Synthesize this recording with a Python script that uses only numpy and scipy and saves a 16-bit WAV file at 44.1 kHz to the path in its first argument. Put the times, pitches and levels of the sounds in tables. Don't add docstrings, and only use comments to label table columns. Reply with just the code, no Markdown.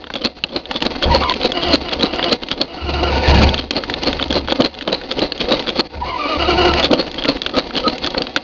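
import sys
import numpy as np
from scipy import signal
from scipy.fft import rfft, irfft, next_fast_len
from scipy.io import wavfile
from scipy.ndimage import uniform_filter1d

SR = 44100
rng = np.random.default_rng(int(sys.argv[2]) if len(sys.argv) > 2 else 0)


def store_wav(level_fs):
    pcm = np.round(np.clip(np.atleast_2d(level_fs), -1, 1) * 32767)
    wavfile.write(sys.argv[1], SR, pcm.T.astype(np.int16))


N = 371763
TIME = np.arange(N) / SR

# (time [s], rattle [dB], thud [dB], length [s], take-up lead [s], take-up level [dB])
STROKE_ROWS = [(0.254, -14.5, -13.5, 0.01, 0.088, -27), (0.564, -21.5, -17, 0.02, 0.067, -42),
               (0.864, -17.5, -12, 0.01, 0.107, -20), (1.151, -14, -8, 0.017, 0.11, -15.5),
               (1.452, -17.5, -12.5, 0.02, 0.14, -27), (1.742, -7.5, -3, 0.0082, 0.11, -18.5),
               (2.037, -13, -8.5, 0.017, 0.11, -21.5), (2.323, -11, -10, 0.013, 0.079, -18.5),
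               (2.614, -23.5, -17.5, 0.02, 0.1, -25), (3.771, -20, -15.5, 0.018, 0.18, -21.5),
               (4.074, -16, -11, 0.014, 0.15, -41), (4.366, -18.5, -11.5, 0.019, 0.15, -27.5),
               (4.65, -14, -13, 0.0093, 0.15, -23.5), (4.931, -16.5, -13.5, 0.017, 0.11, -33.5),
               (5.227, -20, -11.5, 0.021, 0.112, -20.5), (5.522, -16, -9.5, 0.028, 0.11, -20.5),
               (5.797, -11, -9, 0.0093, 0.11, -18.5), (6.994, -18, -12, .016, 0.15, -12),
               (7.291, -14, -6.5, 0.013, 0.11, -23), (7.579, -16, -8.5, 0.014, 0.14, -32),
               (7.875, -17, -12, 0.022, 0.097, -19), (8.179, -17, -15.5, 0.0097, 0.14, -25.5)]
# (start [s], length [s], starting tooth rate [Hz], whine [dB], overtones [dB], growl [dB])
SPIN_ROWS = [(1.097, 0.062, 976, -11.5, -26, -26), (1.202, 0.11, 1178, -17.5, -27, -26),
             (1.528, 0.099, 1462, -35, -37, -24.5), (1.636, 0.11, 1460, -30.5, -32, -18),
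             (1.839, 0.11, 1417, -37, -37, -27.5), (2.056, 0.11, 1420, -39, -38.5, -32),
             (2.15, 0.0762, 1445, -40, -35, -25), (2.24, 0.062, 1412, -33, -33, -20.5),
             (2.677, 0.068, 1392, -42, -44, -35), (2.767, 0.075, 1440, -35, -38.5, -34),
             (2.854, 0.064, 1442, -30, -31, -32), (2.937, 0.074, 1448, -27, -32, -25),
             (3.025, 0.076, 1453, -25, -26, -24), (3.118, 0.08, 1498, -41, -36, -28),
             (3.231, 0.05, 938.5, -28, -23, -30), (3.273, 0.062, 932.5, -18.5, -31, -16),
             (3.342, 0.058, 883, -29, -24, -20), (3.411, 0.074, 902, -33, -36, -20),
             (6.003, 0.039, 929, -19.5, -42, -40), (6.056, 0.11, 1140, -24, -33, -29.5),
             (6.179, 0.096, 1252, -23, -28, -23.5), (6.279, 0.085, 1304, -24, -30, -19.5),
             (6.385, 0.079, 1408, -24.5, -24.5, -20.5), (6.472, 0.063, 1459, -21, -24.5, -17.5),
             (6.569, 0.081, 1466, -23, -22, -18), (6.647, 0.068, 1462, -20, -22.5, -18.5),
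             (6.731, 0.079, 1418, -25.5, -28.5, -17.5)]
# (frequency [Hz], width [Hz], level [dB])
SHELL_MODES = [(162, 170, -8.5), (267, 74, 2.5), (330, 76, -5), (522.4, 65.6, 4), (785, 200, -14.5),
               (915, 43, -17), (1200, 140, -14.5)]
# (frequency [Hz], level [dB per Hz])
RATTLE_SPECTRUM = [(700, -12), (1250, -4), (1800, -9), (2500, -3.5), (3300, -2.5), (3700, -3), (4400, 1.5),
                   (5200, -13), (6400, -24.5), (7100, -47.5)]


def from_db(db):
    return 10 ** (np.asarray(db) / 20)


def rms_one(x):
    return x / np.sqrt(np.mean(x ** 2) + 1e-20)


def level(runs, fade_s, axis=1):
    out = np.zeros(N)
    for run in map(np.array, runs):
        inside_s = np.minimum(TIME - run[0, 0], run[-1, 0] - TIME)
        gain = from_db(np.interp(TIME, run[:, 0], run[:, axis]))
        out += gain * np.clip(1 + inside_s / fade_s, 0, 1)
    return out


def drift(knots_per_s):
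    knots = rng.standard_normal(N // 20)
    return rms_one(np.interp(TIME * knots_per_s, np.arange(len(knots)), knots))


def coloured(x, tone):
    size = next_fast_len(N)
    hz, db = np.transpose(tone)
    freqs = np.maximum(np.fft.rfftfreq(size, 1 / SR), 1)
    gain_db = np.interp(np.log(freqs), np.log(hz), db, left=-np.inf, right=-np.inf)
    return rms_one(irfft(rfft(x, size) * from_db(gain_db), size)[:N])


def resonate(x, hz, width_hz):
    r = np.exp(-np.pi * width_hz / SR)
    feed = np.array([1, 0, -1]) * (1 - r * r) / 2
    return signal.lfilter(feed, [1, -2 * r * np.cos(2 * np.pi * hz / SR), r * r], x)


def ringing(modes):
    total = np.zeros(N)
    for hz, width_hz, db in modes:
        ring = resonate(rng.standard_normal(N), hz, width_hz)
        total += from_db(db) * resonate(ring, hz, hz)
    return rms_one(total)


def grains(per_s, spread_db):
    sizes = from_db(spread_db * np.minimum(rng.exponential(1, N), 4)) * rng.choice([-1, 1], N)
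    return sizes * (rng.random(N) < per_s / SR)


def swell(x, at, length_s, skirt):
    shape = (1 + (2 ** (.5 / skirt) - 1) * (2 * at / length_s) ** 2) ** -skirt
    return x * shape / np.sqrt(np.sum((x * shape) ** 2) / np.sum(shape ** 2))


def around(s):
    return slice(max(0, int((s - .08) * SR)), int((s + .08) * SR))


def cabin(x, wet_db, t60_s):
    at = TIME[:SR // 10]
    echoes = rng.standard_normal(len(at)) * from_db(-60 * at / t60_s) * (at > .003)
    wet = from_db(wet_db)
    scattered = signal.fftconvolve(x, echoes / np.linalg.norm(echoes))[:N]
    return (x + wet * scattered) / np.hypot(1, wet)


def jolts():
    # (time [s], rattle [dB], thud [dB], length [s])
    kick_rows = [(4.309, -25, -12.5, 0.008), (4.523, -21, -3.5, 0.0027), (4.604, -19, -2, 0.009),
                 (4.879, -28, -12.5, 0.0064), (5.185, -32, -17.5, 0.0073), (6.912, -25, -5.5, 0.0078),
                 (6.933, -9.5, 0, 0.0048), (8.209, -41, -18, 0.015)]
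    light_ring_hz, stroke_ring_hz, kick_ring_hz = 3270, 4097, 3130
    rows = []
    for s, db, thud_db, length_s, lead_s, take_up_db in STROKE_ROWS:
        rows.append((s - lead_s, take_up_db, take_up_db, 0.016, light_ring_hz))
        rows.append((s - 0.036, db - 14.5, thud_db - 11.5, 0.011, light_ring_hz))
        rows.append((s, db, thud_db, length_s, stroke_ring_hz))
    return rows + [(*kick, kick_ring_hz) for kick in kick_rows]


def chugs(rattle_db, ring_db, thud_db, thud_stretch):
    out, shell = np.zeros(N), ringing(SHELL_MODES)
    clumping_db = 5.0
    contacts = grains(per_s=1000, spread_db=3) * from_db(clumping_db * drift(knots_per_s=210))
    rattle = coloured(contacts, RATTLE_SPECTRUM)
    for s, db, low_db, length_s, usual_hz in jolts():
        ring_hz = usual_hz * (1 + rng.uniform(-0.066, 0.06))
        near = around(s)
        at = TIME[near] - s
        ring = rms_one(resonate(resonate(contacts[near], ring_hz, 180), ring_hz, 1200))
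        buzz = rattle[near] + from_db(ring_db) * ring
        rattle_at = np.where(at < 0, 1.7 * at, at)
        thud_at = np.where(at < 0, 1.61 * at, at)
        out[near] += from_db(db + rattle_db) * swell(buzz, rattle_at, length_s, skirt=1.4)
        thud = swell(shell[near], thud_at, length_s * thud_stretch, skirt=0.81)
        out[near] += from_db(low_db + thud_db) * thud
    return out


def ticks(count):
    slack_from_s, slack_to_s = 0.23, 0.027
    s = np.repeat(np.array(STROKE_ROWS)[:, 0], count)
    lead_s = slack_to_s + (slack_from_s - slack_to_s) * rng.random(len(s))
    size, pitch = rng.standard_normal((len(s), 2)).T
    tick_db = -20 + 11.5 * np.minimum(size, 1)
    centre_hz = 2620 * 2 ** pitch
    return list(zip(np.maximum(s - lead_s, 0), tick_db, centre_hz))


def clacks(gain_db, focus_db, scatter_db, ring_t60_s, tail_db, tail_t60_s, knock_db, knock_t60_s):
    # (time [s], relative level [dB], centre [Hz])
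    contact_rows = [(0.041, -11.5, 2110), (0.102, -6.5, 1498), (0.1383, 0, 3330), (0.1547, 0, 3200),
                    (0.2483, 5, 4090), (0.2628, -3, 4400), (0.4384, 6, 3140), (0.7116, 4, 1560),
                    (0.805, -9, 3190), (0.823, 3, 3370), (0.852, -2, 3800), (1.025, 1.5, 1800),
                    (1.236, 1.5, 2200), (1.296, 4.5, 3900), (1.3212, -1.5, 3300), (1.339, 0.5, 3240),
                    (1.414, -4, 3460), (1.519, 2, 2170), (1.684, -2, 3500), (1.892, -5, 3600),
                    (1.934, 2, 3185), (2.009, 0, 3500), (2.1354, -5, 2085), (2.1936, 2.5, 1610),
                    (2.2275, 2.5, 3300), (2.434, -4, 4220), (2.486, -4.5, 3400), (2.514, 6, 3400),
                    (2.614, 7.5, 4240), (3.277, -4, 3700), (3.345, 2, 3800), (3.418, 4, 3000),
                    (3.491, 2, 3434), (3.5425, 4.5, 4260), (3.579, -2.5, 3190), (3.708, 8, 3250),
                    (3.837, -1.5, 2480), (3.898, 1, 1580), (3.9392, 1, 3340), (4.034, 2, 3500),
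                    (4.129, 2, 2400), (4.197, -2.5, 1800), (4.226, 4.5, 3290), (4.24, -6.5, 3400),
                    (4.306, 0.5, 3150), (4.326, 1, 3400), (4.4843, -1.5, 1170), (4.509, -4, 3300),
                    (4.523, 4, 3280), (4.601, -13, 1500), (4.62, 0.5, 4300), (4.658, -1, 4000),
                    (4.788, -9.5, 4120), (4.81, -7.5, 3300), (4.824, -9, 3370), (4.8763, 1.5, 3100),
                    (4.899, -10, 3300), (5.014, -10.5, 2090), (5.121, -2.5, 2970), (5.192, 1, 3460),
                    (5.3207, -0.5, 4050), (5.4125, 3, 3250), (5.5943, -1.5, 4220), (5.6712, -2, 3400),
                    (5.701, -3, 3220), (6.7368, 2.5, 2680), (6.797, 2, 4120), (6.828, 2, 3600),
                    (6.913, -2, 3120), (7.026, -7.5, 1500), (7.079, -11, 2000), (7.143, -6.5, 3000),
                    (7.223, -3.5, 3300), (7.238, -4, 3300), (7.247, -5, 1500), (7.2538, 2.5, 3260),
                    (7.369, -7.5, 2200), (7.4177, 0, 4100), (7.4628, 4, 3280), (7.567, -0.5, 3600),
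                    (7.754, -3, 3800), (7.765, 0.5, 3300), (7.7772, -3, 3300), (7.981, -4.5, 3300),
                    (8.0443, 2, 3230), (8.063, 1.5, 3400), (8.0722, 1.5, 3300), (8.147, 1.5, 1280),
                    (8.22, 1, 4300), (8.269, -6, 2400), (8.362, 10.5, 2800), (8.372, -0.5, 3600)]
    # (frequency [Hz], level [dB])
    metal_modes = [(480, -12.5), (950, 5.5), (1400, 7.5), (1720, 2), (2250, -2), (2680, -0.5), (2970, 0.5),
                   (3350, 7.5), (3800, 0.5), (4300, 3), (4650, -5), (5230, -37.5), (5800, -34.5)]
    out, at, shell = np.zeros(N + SR), TIME[:SR // 12], ringing(SHELL_MODES)
    hz, mode_db = np.transpose(metal_modes)[:, :, None]
    for s, db, centre_hz in [*contact_rows, *ticks(count=4)]:
        octaves_off = np.log2(hz / centre_hz)
        strength_db = mode_db - focus_db * octaves_off ** 2 + scatter_db * rng.standard_normal(hz.shape)
        partials = np.sin(2 * np.pi * hz * at) * rng.choice([-1, 1], hz.shape)
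        ring = np.sum(from_db(strength_db - 60 * at / ring_t60_s) * partials, axis=0)
        echoes = rng.standard_normal(len(at)) * from_db(-60 * at / tail_t60_s)
        tail = signal.fftconvolve(ring, echoes)[:len(at)]
        start = int(s * SR)
        shaken = shell.take(start + np.arange(len(at)), mode="wrap")
        knock = shaken * from_db(-60 * at / knock_t60_s)
        hit = rms_one(ring) + from_db(tail_db) * rms_one(tail) + from_db(knock_db) * rms_one(knock)
        fade_in = 1 - np.exp(-at / 0.0006)
        out[start:start + len(at)] += from_db(db + gain_db) * hit * fade_in
    return out[:N]


def spin_state():
    rise_s, release_s, sag_per_s = .014, .014, 1.1
    s, length_s, hz = np.array(SPIN_ROWS)[:, :3].T
    latest = np.maximum(np.searchsorted(s, TIME) - 1, 0)
    age_s = np.clip(TIME - s[latest], 0, length_s[latest] + release_s)
    return uniform_filter1d(hz[latest] * (1 - sag_per_s * age_s), max(1, int(rise_s * SR)))


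def spin_level(axis):
    rise_s, release_s = .014, .014
    total = np.zeros(N)
    for row in SPIN_ROWS:
        corners_s = row[0] + np.cumsum([0, rise_s, max(row[1] - rise_s, 0), release_s])
        total += np.interp(TIME, corners_s, np.array([0, 1, 1, 0]) * from_db(row[axis]))
    return total


def starter_gears(phase, whine_db, growl_db, uneven_db):
    whine_overtones_db = [0, -8, -23]
    # (frequency [Hz], level [dB per Hz])
    growl_spectrum = [(160, -18.5), (250, 2.5), (350, 3), (530, -9.5), (720, 6), (1050, -4), (1400, -7.5),
                      (1700, -11.5), (2050, -6.5), (2370, -6.5), (2600, -17.5), (2880, 0), (3400, -23),
                      (4000, -15.5), (4500, -8.5), (5200, -18)]
    teeth, hoarseness, flutter_per_s = 8, .75, 230

    def partial(k):
        wobble = drift(flutter_per_s) + 1j * drift(flutter_per_s)
        return rms_one(np.real((1 + hoarseness * np.sqrt(k) * wobble) * np.exp(1j * k * phase)))

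    overtones = rms_one(sum(from_db(db) * partial(k) for k, db in enumerate(whine_overtones_db, 2)))
    cry = partial(0.98) * spin_level(axis=3) + overtones * spin_level(axis=4)
    turns = phase // (2 * np.pi * teeth)
    knocks = np.diff(turns, prepend=0) * from_db(uneven_db * rng.standard_normal(N))
    growl = coloured(cabin(knocks, wet_db=10.5, t60_s=0.045), growl_spectrum)
    return from_db(whine_db) * cry + from_db(growl_db) * growl * spin_level(axis=5)


def surge(rise_s, sag_s):
    swing = sum(np.sign(TIME - s) * np.exp(-abs(TIME - s) / sag_s) for s, *_ in SPIN_ROWS)
    return uniform_filter1d(swing, max(1, int(rise_s * SR)))


def whirl(body_db, body_ring_db, crackle_db, crackle_surge_db):
    # (time [s], body [dB], gear crackle [dB])
    whirl_runs = [
        [(1.06, -15, -27), (1.13, -28, -20), (1.19, -25, -26), (1.31, -32, -26)],
        [(2.76, -40, -37.5), (3.11, -20, -21.5), (3.28, -17.5, -15), (3.43, -14, -16.5), (3.56, -26.5, -26)],
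        [(5.94, -33, -38), (6.1, -37.5, -33), (6.5, -21.5, -18), (6.65, -20, -19.5), (6.82, -23.5, -22.5)],
    ]
    # (frequency [Hz], width [Hz], level [dB])
    engine_modes = [(354, 120, -6.5), (527, 99, -3.5), (780, 19, -14), (896, 79, -4)]
    # (frequency [Hz], level [dB per Hz])
    roar_spectrum = [(80, 2.5), (150, -24.5), (220, -1), (380, 7.5), (560, 6), (900, 1.5), (1150, -15.5),
                     (1420, -1), (1800, -10), (2400, -47)]
    crackle_spectrum = [(1400, -38.5), (1800, -1.5), (2350, 8), (2900, 3), (3400, -1), (4400, 7),
                        (5200, -8), (6500, -17.5), (7100, -68.5)]
    roar = coloured(rng.standard_normal(N), roar_spectrum)
    body = from_db(body_db) * roar + from_db(body_ring_db) * ringing(engine_modes)
    contacts = coloured(grains(per_s=2500, spread_db=4), crackle_spectrum)
    crackle = from_db(crackle_db + crackle_surge_db * surge(rise_s=0.004, sag_s=0.03)) * contacts
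    return body * level(whirl_runs, fade_s=0.026) + crackle * level(whirl_runs, fade_s=0.017, axis=2)


def hum(phase, gain_db, rough_db):
    # (time [s], level [dB])
    hum_runs = [
        [(1.48, -31), (1.7, -37), (2.25, -36.5)],
        [(2.8, -38.5), (3.08, -26.5)],
        [(6.2, -33.5), (6.5, -21), (6.66, -19.5), (6.82, -27.5)],
    ]
    hum_partials_db = [3, 0, -8.5]
    hum_phase = phase / 4
    tone = rms_one(sum(from_db(db) * np.sin(k * hum_phase) for k, db in enumerate(hum_partials_db, 1)))
    return tone * level(hum_runs, fade_s=0.02) * from_db(gain_db + rough_db * drift(knots_per_s=120))


def at_strokes(shift_s, width_s):
    return sum(np.exp(-np.minimum(((TIME - s - shift_s) / width_s) ** 2, 20)) for s, *_ in STROKE_ROWS)


def churn(body_db, chatter_db, flutter_db):
    # (time [s], level [dB])
    churn_levels = [(0, -40.5), (.4, -45), (.9, -28), (1.7, -29.5), (1.85, -31.5), (2.25, -27.5),
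                    (2.42, -32.5), (2.75, -36.5), (3.6, -36), (4.1, -27), (4.8, -38.5), (5.6, -27),
                    (5.92, -39.5), (6.9, -29), (8.43, -34.5)]
    # (frequency [Hz], level [dB per Hz])
    churn_spectrum = [(20, -7.5), (45, -5.5), (72, -8), (110, -7.5), (190, -9.5), (270, -0.5), (540, -5.5),
                      (900, -9), (1400, -28.5), (2200, -17)]
    floor_db = -54
    load_db = 7 * at_strokes(shift_s=-0.0043, width_s=0.013) - 0.5 * at_strokes(shift_s=0.1, width_s=.035)
    gain = from_db(np.interp(TIME, *np.transpose(churn_levels)) + load_db) + from_db(floor_db)
    gain = gain * from_db(flutter_db * drift(knots_per_s=75))
    body = coloured(rng.standard_normal(N), churn_spectrum)
    chatter = coloured(grains(per_s=900, spread_db=3), RATTLE_SPECTRUM)
    return gain * (from_db(body_db) * body + from_db(chatter_db) * chatter)


def chirps(length_s, width_hz):
    # (time [s], level [dB], pitch [Hz])
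    chirp_rows = [(7.275, -28, 1328), (7.564, -21, 1267), (7.861, -13.5, 1269), (8.165, -35, 1260)]
    out = np.zeros(N)
    for s, db, hz in chirp_rows:
        near = around(s)
        squeak = resonate(resonate(rng.standard_normal(N)[near], hz, width_hz), hz, width_hz)
        out[near] += from_db(db) * swell(squeak, TIME[near] - s, length_s, skirt=7.5)
    return out


def boom_level():
    # (start [s], length [s], mid-spell level [dB])
    boom_rows = [(1.062, 0.05, -15), (1.655, 0.059, -27), (1.966, 0.024, -34.5), (2.824, 0.36, -23.5),
                 (3.284, 0.15, -10), (3.854, 0.58, -34.5), (5.954, 0.12, -32), (6.361, 0.37, -24)]
    attack_s, growth_db_per_s, release_db_per_s, floor_db = 0.01, 19, 130.5, -49.5
    out = from_db(floor_db)
    for s, length_s, db in boom_rows:
        at = TIME - s
        growth_db = growth_db_per_s * (np.clip(at, 0, length_s) - length_s / 2)
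        release_db = release_db_per_s * np.maximum(at - length_s, 0)
        out = out + from_db(db + growth_db - release_db) * np.clip(1 + at / attack_s, 0, 1)
    return out


def boom(hz, waver, tone_db, rumble_db):
    # (frequency [Hz], level [dB per Hz])
    rumble_spectrum = [(15, -24), (26, -10.5), (45, -15), (135, -13.5), (200, -16), (400, -27)]
    phase = 2 * np.pi * np.cumsum(hz * (1 + waver * drift(knots_per_s=24))) / SR
    tone = np.sqrt(2) * np.sin(phase) * from_db(2.4 * drift(knots_per_s=25))
    rumble = coloured(rng.standard_normal(N), rumble_spectrum)
    return boom_level() * (from_db(tone_db) * tone + from_db(rumble_db) * rumble)


def scene():
    strokes = chugs(rattle_db=3.0, ring_db=-4.0, thud_db=0.3, thud_stretch=0.84)
    contacts = clacks(gain_db=-24.5, focus_db=5.0, scatter_db=3.5, ring_t60_s=0.0056,
                      tail_db=-6.5, tail_t60_s=0.025, knock_db=-11.0, knock_t60_s=0.062)
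    shaft_jitter = .011
    tooth_hz = spin_state() * (1 + shaft_jitter * drift(knots_per_s=270))
    tooth_phase = 2 * np.pi * np.cumsum(tooth_hz) / SR
    gears = starter_gears(tooth_phase, whine_db=-1.0, growl_db=-2.0, uneven_db=5.5)
    gears = cabin(gears, wet_db=-4.5, t60_s=0.032)
    racing = whirl(body_db=-2.0, body_ring_db=-1.5, crackle_db=-5.0, crackle_surge_db=3.5)
    turning = churn(body_db=0.5, chatter_db=-5.5, flutter_db=3.5)
    running = cabin(turning + racing, wet_db=-1.5, t60_s=0.077)
    running = running + hum(tooth_phase, gain_db=2.5, rough_db=3.5)
    surge_db, unevenness_db = 1.5, 2.5
    swing_db = surge_db * surge(rise_s=0.0072, sag_s=0.029)
    running = running * from_db(swing_db + unevenness_db * drift(knots_per_s=85))
    belt = chirps(length_s=0.017, width_hz=51)
    rumble = boom(hz=70.9, waver=0.014, tone_db=0.5, rumble_db=-3.0)
    return (strokes + contacts + gears + running + belt + rumble)[None]


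def record(dry):
    top, cutoff_hz = .88, 6850
    low_pass = signal.ellip(8, .5, 60, cutoff_hz, fs=SR, output="sos")
    return signal.sosfilt(low_pass, top * np.tanh(dry / top))


dry = scene()
out = record(dry)
store_wav(out)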